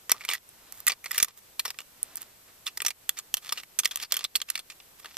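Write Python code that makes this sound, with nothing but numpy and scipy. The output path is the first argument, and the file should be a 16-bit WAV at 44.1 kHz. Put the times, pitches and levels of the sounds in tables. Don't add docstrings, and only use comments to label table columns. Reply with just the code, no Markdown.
import sys
import numpy as np
from scipy import signal
from scipy.fft import rfft, irfft, next_fast_len
from scipy.io import wavfile
from scipy.ndimage import uniform_filter1d, map_coordinates

SR = 44100
rng = np.random.default_rng(int(sys.argv[2]) if len(sys.argv) > 2 else 0)


def to_wav(s):
    ch = np.atleast_2d(s).T
    pcm = np.round(np.clip(ch, -1, 1) * 32767)
    wavfile.write(sys.argv[1], SR, pcm.astype(np.int16))


N = 228173

# f/Hz, relative level/dB
HISS_SPECTRUM = [(25, -1), (100, 0.5), (200, -1.5), (600, -2), (1600, -5), (10500, -6.5), (12800, -1),
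                 (14200, -4.5)]
# f/Hz, correlation
HISS_CORRELATION = [(60, 0.93), (300, 0.21), (7000, 0.12)]
# f/Hz, level/dB
WHINE_TONES = [(7870, -70), (11806, -77)]
# t/s, relative clack level/dB, snap re clack/dB, toy's
# f/Hz, rattle t60/s, flight/s if it rebounds
TOY_CONTACTS = [(.095, -32.5, 0, 6470, .011), (.104, -31.5, -14, 1960, .053), (.1165, -24, 10, 5760, .013),
                (.1196, -22.5, -22, 5770, .012), (.208, -40.5, -13, 2280, .05),
                (.2364, -46, -15, 1970, .05), (.249, -37, 0, 2390, .027), (.289, -25.5, -12, 2860, .031),
                (.2995, -32.5, -3, 2250, .056), (.312, -29, -12, 2230, .07),
                (.334, -30, 0, 1920, .043, .013), (.723, -54, 14, 4400, .008), (.802, -52.5, 9, 4950, .009),
                (.8674, -30.5, 8, 4550, .008), (.8756, -22, -8, 1960, .03), (.8805, -31, 14, 4800, .017),
                (.896, -26, -11, 2360, .058), (.919, -31.5, -7, 4600, .016, .006),
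                (1.042, -42.5, 3, 2200, .032), (1.058, -35, -10, 2170, .031), (1.109, -33, -6, 1950, .037),
                (1.1156, -39.5, 10, 5150, .008), (1.145, -38, 2, 1750, .026), (1.156, -38.5, 0, 1880, .055),
                (1.179, -26.5, 5, 5640, .025), (1.2, -27, -5, 6400, .04), (1.2264, -24, 8, 5700, .024),
                (1.2456, -36.5, 5, 7000, .013), (1.282, -47.5, 0, 6800, .03), (1.594, -26.5, 1, 4140, .032),
                (1.651, -29.5, -4, 5400, .055, .028), (1.703, -35, -5, 5030, .025),
                (1.7425, -55, -13, 2010, .018), (1.788, -37, -5, 2900, .004),
                (1.804, -45, 0, 2900, .016, .011), (2.175, -48, 5, 4500, .005, .006),
                (2.666, -29.5, -12, 3500, .027), (2.675, -34, -10, 2620, .05),
                (2.773, -35.5, 3, 4970, .022), (2.803, -32, -17, 1820, .013), (2.819, -34.5, 3, 2480, .015),
                (2.849, -32, -1, 2440, .029), (2.863, -23.5, 0, 5850, .026, .019),
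                (2.904, -35.5, -4, 2290, .026), (3.092, -26, 4, 3480, .012), (3.187, -37, 1, 6830, .04),
                (3.34, -26, 3.5, 3110, .019), (3.369, -36.5, 0, 3120, .03, .009),
                (3.492, -34, -7, 3330, .017), (3.5225, -27.5, -1, 5060, .029),
                (3.573, -34, -12, 2850, .06, .008), (3.634, -46, -5, 2220, .011),
                (3.7885, -25.5, 4, 6240, .03, .008), (3.834, -37.5, -8, 3130, .017),
                (3.846, -31.5, 2, 4470, .045), (3.8556, -21, -4, 1950, .014),
                (3.875, -46.5, 2, 3370, .027, .015), (3.9105, -34, -2, 3300, .04),
                (3.958, -33.5, 5, 3320, .009, .014), (3.999, -38.5, -7, 3260, .045),
                (4.025, -34, -9, 4700, .044, .02), (4.1215, -24, 2, 3300, .03, .019),
                (4.167, -29.5, 0, 3180, .03, .024), (4.241, -29, -6, 3500, .035),
                (4.248, -28, -19, 3840, .011), (4.3534, -24, -20, 3270, .017), (4.3565, -24, 0, 4460, .04),
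                (4.402, -41, -20, 3330, .013), (4.416, -30.5, -4, 3160, .02), (4.487, -41, -7, 2720, .04),
                (4.5006, -33, 7, 7080, .01), (4.554, -29.5, -7, 2300, .027, .022),
                (4.591, -38.5, -2, 3350, .032), (4.7, -41.5, -5, 2590, .04, .017),
                (4.801, -50, -22, 2900, .021), (5.044, -46, -4, 1400, .07), (5.056, -42, -11, 1750, .025),
                (5.169, -29.5, -5, 1450, .008)]
# f/Hz, width/Hz, relative level/dB
TIN_MODES = [(470, 43, -16), (810, 230, -20.5), (1193, 140, -1), (1937, 246, -9.5), (2390, 194, -10.5),
             (2767, 390, -11), (3483, 430, -7.5), (4370, 580, -8.5), (5285, 290, -9), (6040, 150, -22.5)]
# t/s, fullness from 0 to 1
TIN_FULLNESS = [(1, 0), (4, 1)]
# t/s, level/dB, t60/s
WALL_KNOCKS = [(.0955, -53, .015), (.118, -45, .009), (.14, -57, .16), (.289, -53, .03), (.897, -54, .04),
               (1.058, -57, .035), (1.278, -64, .12), (1.652, -50, .055), (2.773, -58, .02),
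               (2.819, -56, .02), (2.848, -54, .03), (3.34, -54, .015), (3.5225, -49.5, .03),
               (3.834, -59, .02), (4.125, -55, .05), (5.046, -58, .07), (5.169, -56, .02)]
# t/s, level/dB
CARPET_THUMPS = [(0.1172, -33.5), (1.177, -42), (1.226, -29.5), (1.595, -53), (3.34, -33.5)]
# start/s, end/s, clack level/dB, snap re clack/dB
SCRAPES_AND_RING_TAILS = [(.135, .19, -57, -12), (.195, .29, -56, -10), (.28, .356, -38, -18),
                          (.35, .385, -51, -15), (.74, .815, -63.5, 11), (.895, .943, -46, -17),
                          (1.045, 1.125, -57, 3), (1.125, 1.229, -41, -5), (1.24, 1.321, -56, -20),
                          (1.369, 1.396, -59, 10), (1.645, 1.72, -52, -5), (2.205, 2.235, -53, 4),
                          (2.657, 2.689, -48, 8), (3.167, 3.198, -39, -3), (3.42, 3.62, -50, -3),
                          (3.92, 4.048, -51, -12), (4.011, 4.042, -39.5, -1), (4.106, 4.239, -45.5, -13),
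                          (4.48, 4.62, -54, -12), (4.985, 5.009, -54.5, 3), (5.02, 5.16, -59, -17)]
# t/s, level/dB
PART_TICKS = [(.4905, -55), (2.03, -31), (2.1565, -40), (2.170, -42), (2.218, -45.5)]
# f/Hz, width/Hz, relative level/dB
PART_MODES = [(9100, 500, 0), (13300, 800, 1)]
# centre t/s, half length/s, level/dB
HAND_BRUSHES = [(0.75, 0.22, -59), (2.137, 0.17, -56.5), (2.492, 0.028, -58.5)]
# f/Hz, left minus right/dB
PORT_SHADOW = [(300, -3), (1000, -1), (5000, -1.2), (8000, -2), (13000, -5)]

BAND_LIMIT_HZ = 14300
HEAP_RING_DB, HEAP_KNOCK_DB, HEAP_TOP_DB = (3, -5), (-15, -19), (1, -2)
TYPICAL_DB, SOFT_KNOCK = -33, .45


def amp(db):
    return 10 ** (np.asarray(db) / 20)


def unit(x):
    return x / np.sqrt(np.mean(x ** 2) + 1e-20)


def along(points, hz):
    f, values = np.transpose(points)
    return np.interp(np.log(hz + 1), np.log(f + 1), values)


def filtered(x, response):
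    n = x.shape[-1]
    padded = next_fast_len(n + SR // 20)
    f = np.fft.rfftfreq(padded, 1 / SR)
    return irfft(rfft(x, padded) * response(f), padded)[..., :n]


def add(track, s, sound):
    span = track[..., max(round(s * SR), 0):][..., :sound.shape[-1]]
    span += sound[..., :span.shape[-1]]


def resonance(f, hz, width):
    return 1j * f * width / (hz * hz - f * f + 1j * f * width)


def lowpass(ratio, order):
    poles = np.exp(1j * np.pi * (2 * np.arange(order) + order + 1) / (2 * order))
    return 1 / np.prod(1j * ratio[:, None] - poles, axis=1)


def noise_floor(hiss_db=-56):
    def mid_and_side(f):
        angle = np.arccos(np.clip(along(HISS_CORRELATION, f), -1, 1)) / 2
        colour = (f < BAND_LIMIT_HZ) * amp(along(HISS_SPECTRUM, f))
        return colour * [np.cos(angle), np.sin(angle)]
    t = np.arange(N) / SR
    mid, side = filtered(rng.standard_normal((2, N)), mid_and_side)
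    whine = sum(amp(db) * np.sqrt(2) * np.sin(2 * np.pi * hz * t) for hz, db in WHINE_TONES)
    return amp(hiss_db) * unit(np.array([mid + side, mid - side])) + whine


def blows(rebound_loss_db=8.5):
    for s, db, snap_db, hz, t60, *flights in TOY_CONTACTS:
        yield s, db, snap_db, hz, t60
        for flight in flights:
            yield s + flight, db - rebound_loss_db, snap_db, hz, t60


def chatter(count, knots_per_s):
    knots = rng.standard_normal(int(count * knots_per_s / SR) + 4)
    return map_coordinates(knots, [np.arange(count) * knots_per_s / SR])


def by_heap(s, empty, full):
    return empty + (full - empty) * np.interp(s, *np.transpose(TIN_FULLNESS))


def toy(f, hz):
    return 1 + amp(8) * resonance(f, hz, width=220)


def tin(f, touch_db=0, direct_db=-12):
    hz, width, db = np.transpose(TIN_MODES)
    return amp(direct_db) + resonance(f[:, None], hz, width) @ amp(db - db.max() + touch_db)


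def registers(x, carpet_hz=380, knock_hz=1500, snap_hz=7200):
    def bands(f):
        f = f + 1
        knock = lowpass(-carpet_hz / f, order=2) * lowpass(f / knock_hz, order=4)
        clack = lowpass(-knock_hz / f, order=6) * lowpass(f / snap_hz, order=3)
        ports = 1 + 1.5 * resonance(f, hz=13600, width=1700)
        snap = lowpass(-snap_hz / f, order=4) * lowpass(f / BAND_LIMIT_HZ, order=12) * ports
        return np.array([knock, clack, snap])
    return [unit(band) for band in filtered(x, bands)]


def toy_contacts(rise_s=0.00032, settle=1.16, ring_db=-21, ring_t60=0.05, wall_t60=0.0034, gain_db=-10):
    out, t = np.zeros((2, N)), np.arange(SR // 10) / SR
    floor_modes = np.transpose(TIN_MODES)[0] < 2500
    for s, db, snap_db, hz, t60 in blows():
        rattle_noise, ring_noise, wall_noise = rng.standard_normal((3, len(t)))
        bounces = amp(3.5 * chatter(len(t), knots_per_s=1200))
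        rattle = rattle_noise * bounces * amp(-60 * (t / t60) ** settle)
        ring = ring_noise * amp(ring_db - 60 * t / ring_t60)
        force = (rattle + ring) * (1 - np.exp(-t / rise_s))
        touch_db = by_heap(s, *HEAP_RING_DB) * floor_modes + rng.normal(0, 2.5, len(TIN_MODES))
        top_shelf = [(8000, 0), (13000, by_heap(s, *HEAP_TOP_DB))]
        body = filtered(force, lambda f: tin(f, touch_db) * toy(f, hz) * amp(along(top_shelf, f)))
        knock, clack, snap = registers(body)
        knock_db = by_heap(s, *HEAP_KNOCK_DB) + SOFT_KNOCK * (TYPICAL_DB - db)
        hit = amp(db + gain_db) * (clack + amp(knock_db) * knock + amp(snap_db) * snap)
        scatter = wall_noise * amp(-60 * t / wall_t60)
        side = signal.fftconvolve(hit, scatter / np.linalg.norm(scatter))[:len(t)]
        side = filtered(side, lambda f: amp(along([(1000, -14), (12000, -7)], f)))
        add(out, s, np.array([hit + side, hit - side]))
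    return out


def wall_knocks(rise_s=.0006, carpet_hz=420, edge_hz=1700):
    def sheet(f):
        return tin(f) * lowpass(-carpet_hz / (f + 1), order=2) * lowpass(f / edge_hz, order=3)
    out, t = np.zeros(N), np.arange(SR // 5) / SR
    for s, db, t60 in WALL_KNOCKS:
        force = rng.standard_normal(len(t)) * amp(-60 * t / t60) * (1 - np.exp(-t / rise_s))
        add(out, s, amp(db) * unit(filtered(force, sheet)))
    return out


def carpet_thumps(push_s=0.00028, far_port_db=-13):
    out, age = np.zeros(N), np.arange(SR // 20) / SR / push_s
    for s, db in CARPET_THUMPS:
        add(out, s, amp(db) * age * np.exp(1 - age))
    return np.array([amp(far_port_db) * out, out])


def scrapes_and_ring_tails(grains_per_s=370, noise_db=-24, knock_db=-12, fade_s=0.0056, side_db=-11):
    out, t = np.zeros((2, N)), np.arange(N) / SR
    grains = (rng.random((2, N)) < grains_per_s / SR) * rng.standard_normal((2, N))
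    noise = amp(noise_db) * rng.standard_normal((2, N))
    body = filtered(grains + noise, tin)
    knock, clack, snap = np.stack([registers(channel) for channel in body], axis=1)
    for start, end, db, snap_db in SCRAPES_AND_RING_TAILS:
        envelope = np.clip(np.minimum(t - start, end - t) / fade_s, 0, 1)
        out += amp(db) * envelope * (clack + amp(knock_db) * knock + amp(snap_db) * snap)
    mid, side = out
    return np.array([mid + amp(side_db) * side, mid - amp(side_db) * side])


def part_ticks(crack_t60=0.0088, direct_db=-28, edge_hz=8000):
    def part(f):
        direct = amp(direct_db) * 1j * f / (edge_hz + 1j * f)
        return direct + sum(amp(db) * resonance(f, hz, width) for hz, width, db in PART_MODES)
    out, t = np.zeros(N), np.arange(SR // 20) / SR
    for s, db in PART_TICKS:
        crack = rng.standard_normal(len(t)) * amp(-60 * t / crack_t60)
        add(out, s, amp(db) * unit(filtered(crack, part)))
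    return out


def hand_brushes(pile_hz=900):
    t = np.arange(N) / SR
    swell = sum(amp(db) * np.exp(-((t - s) / half) ** 2) for s, half, db in HAND_BRUSHES)
    friction = filtered(rng.standard_normal(N), lambda f: resonance(f, pile_hz, width=4 * pile_hz))
    return swell * unit(friction)


def room(x, t60=0.11, wet_db=-24, build_s=0.008, dull_hz=5000):
    t = np.arange(SR // 4) / SR
    tail = rng.standard_normal((2, len(t))) * amp(-60 * t / t60) * (1 - np.exp(-t / build_s))
    wet = signal.fftconvolve(x, tail / np.linalg.norm(tail[0]), axes=1)[:, :N]
    return amp(wet_db) * filtered(wet, lambda f: 1 / (1 + 1j * f / dull_hz))


def scene(lag_s=.000044):
    sides = np.array([[1], [-1]])
    close = toy_contacts() + wall_knocks() + scrapes_and_ring_tails() + carpet_thumps()
    close = close + part_ticks() + hand_brushes()
    shaded = filtered(close, lambda f: amp(sides * along(PORT_SHADOW, f) / 2))
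    at_ports = shaded + room(shaded) + noise_floor()
    return filtered(at_ports, lambda f: np.exp(-1j * np.pi * f * lag_s * sides))


def suppressor(x, window_s=.02, memory_s=.11, ratio=.55, margin_db=6.5, depth_db=5.5):
    power = np.abs(uniform_filter1d(np.mean(x ** 2, axis=0), round(window_s * SR)))
    level_db = 10 * np.log10(power + 1e-12)
    level_db = level_db - level_db[0]
    keep = np.exp(-1 / (memory_s * SR))
    recent_db = signal.lfilter([1 - keep], [1, -keep], level_db)
    cut_db = np.clip(ratio * (recent_db - level_db - margin_db), 0, depth_db)
    return x * amp(-cut_db)


def record(dry, ceiling=.9):
    ducked = suppressor(dry)
    rounded = ducked / (1 + np.abs(ducked / ceiling) ** 4) ** (1 / 4)
    edge_hz, edge_db = [BAND_LIMIT_HZ, 14600, 16400, 16600], [0, -16, -38, -120]
    return filtered(rounded, lambda f: amp(np.interp(f, edge_hz, edge_db)))


dry = scene()
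out = record(dry)
to_wav(out)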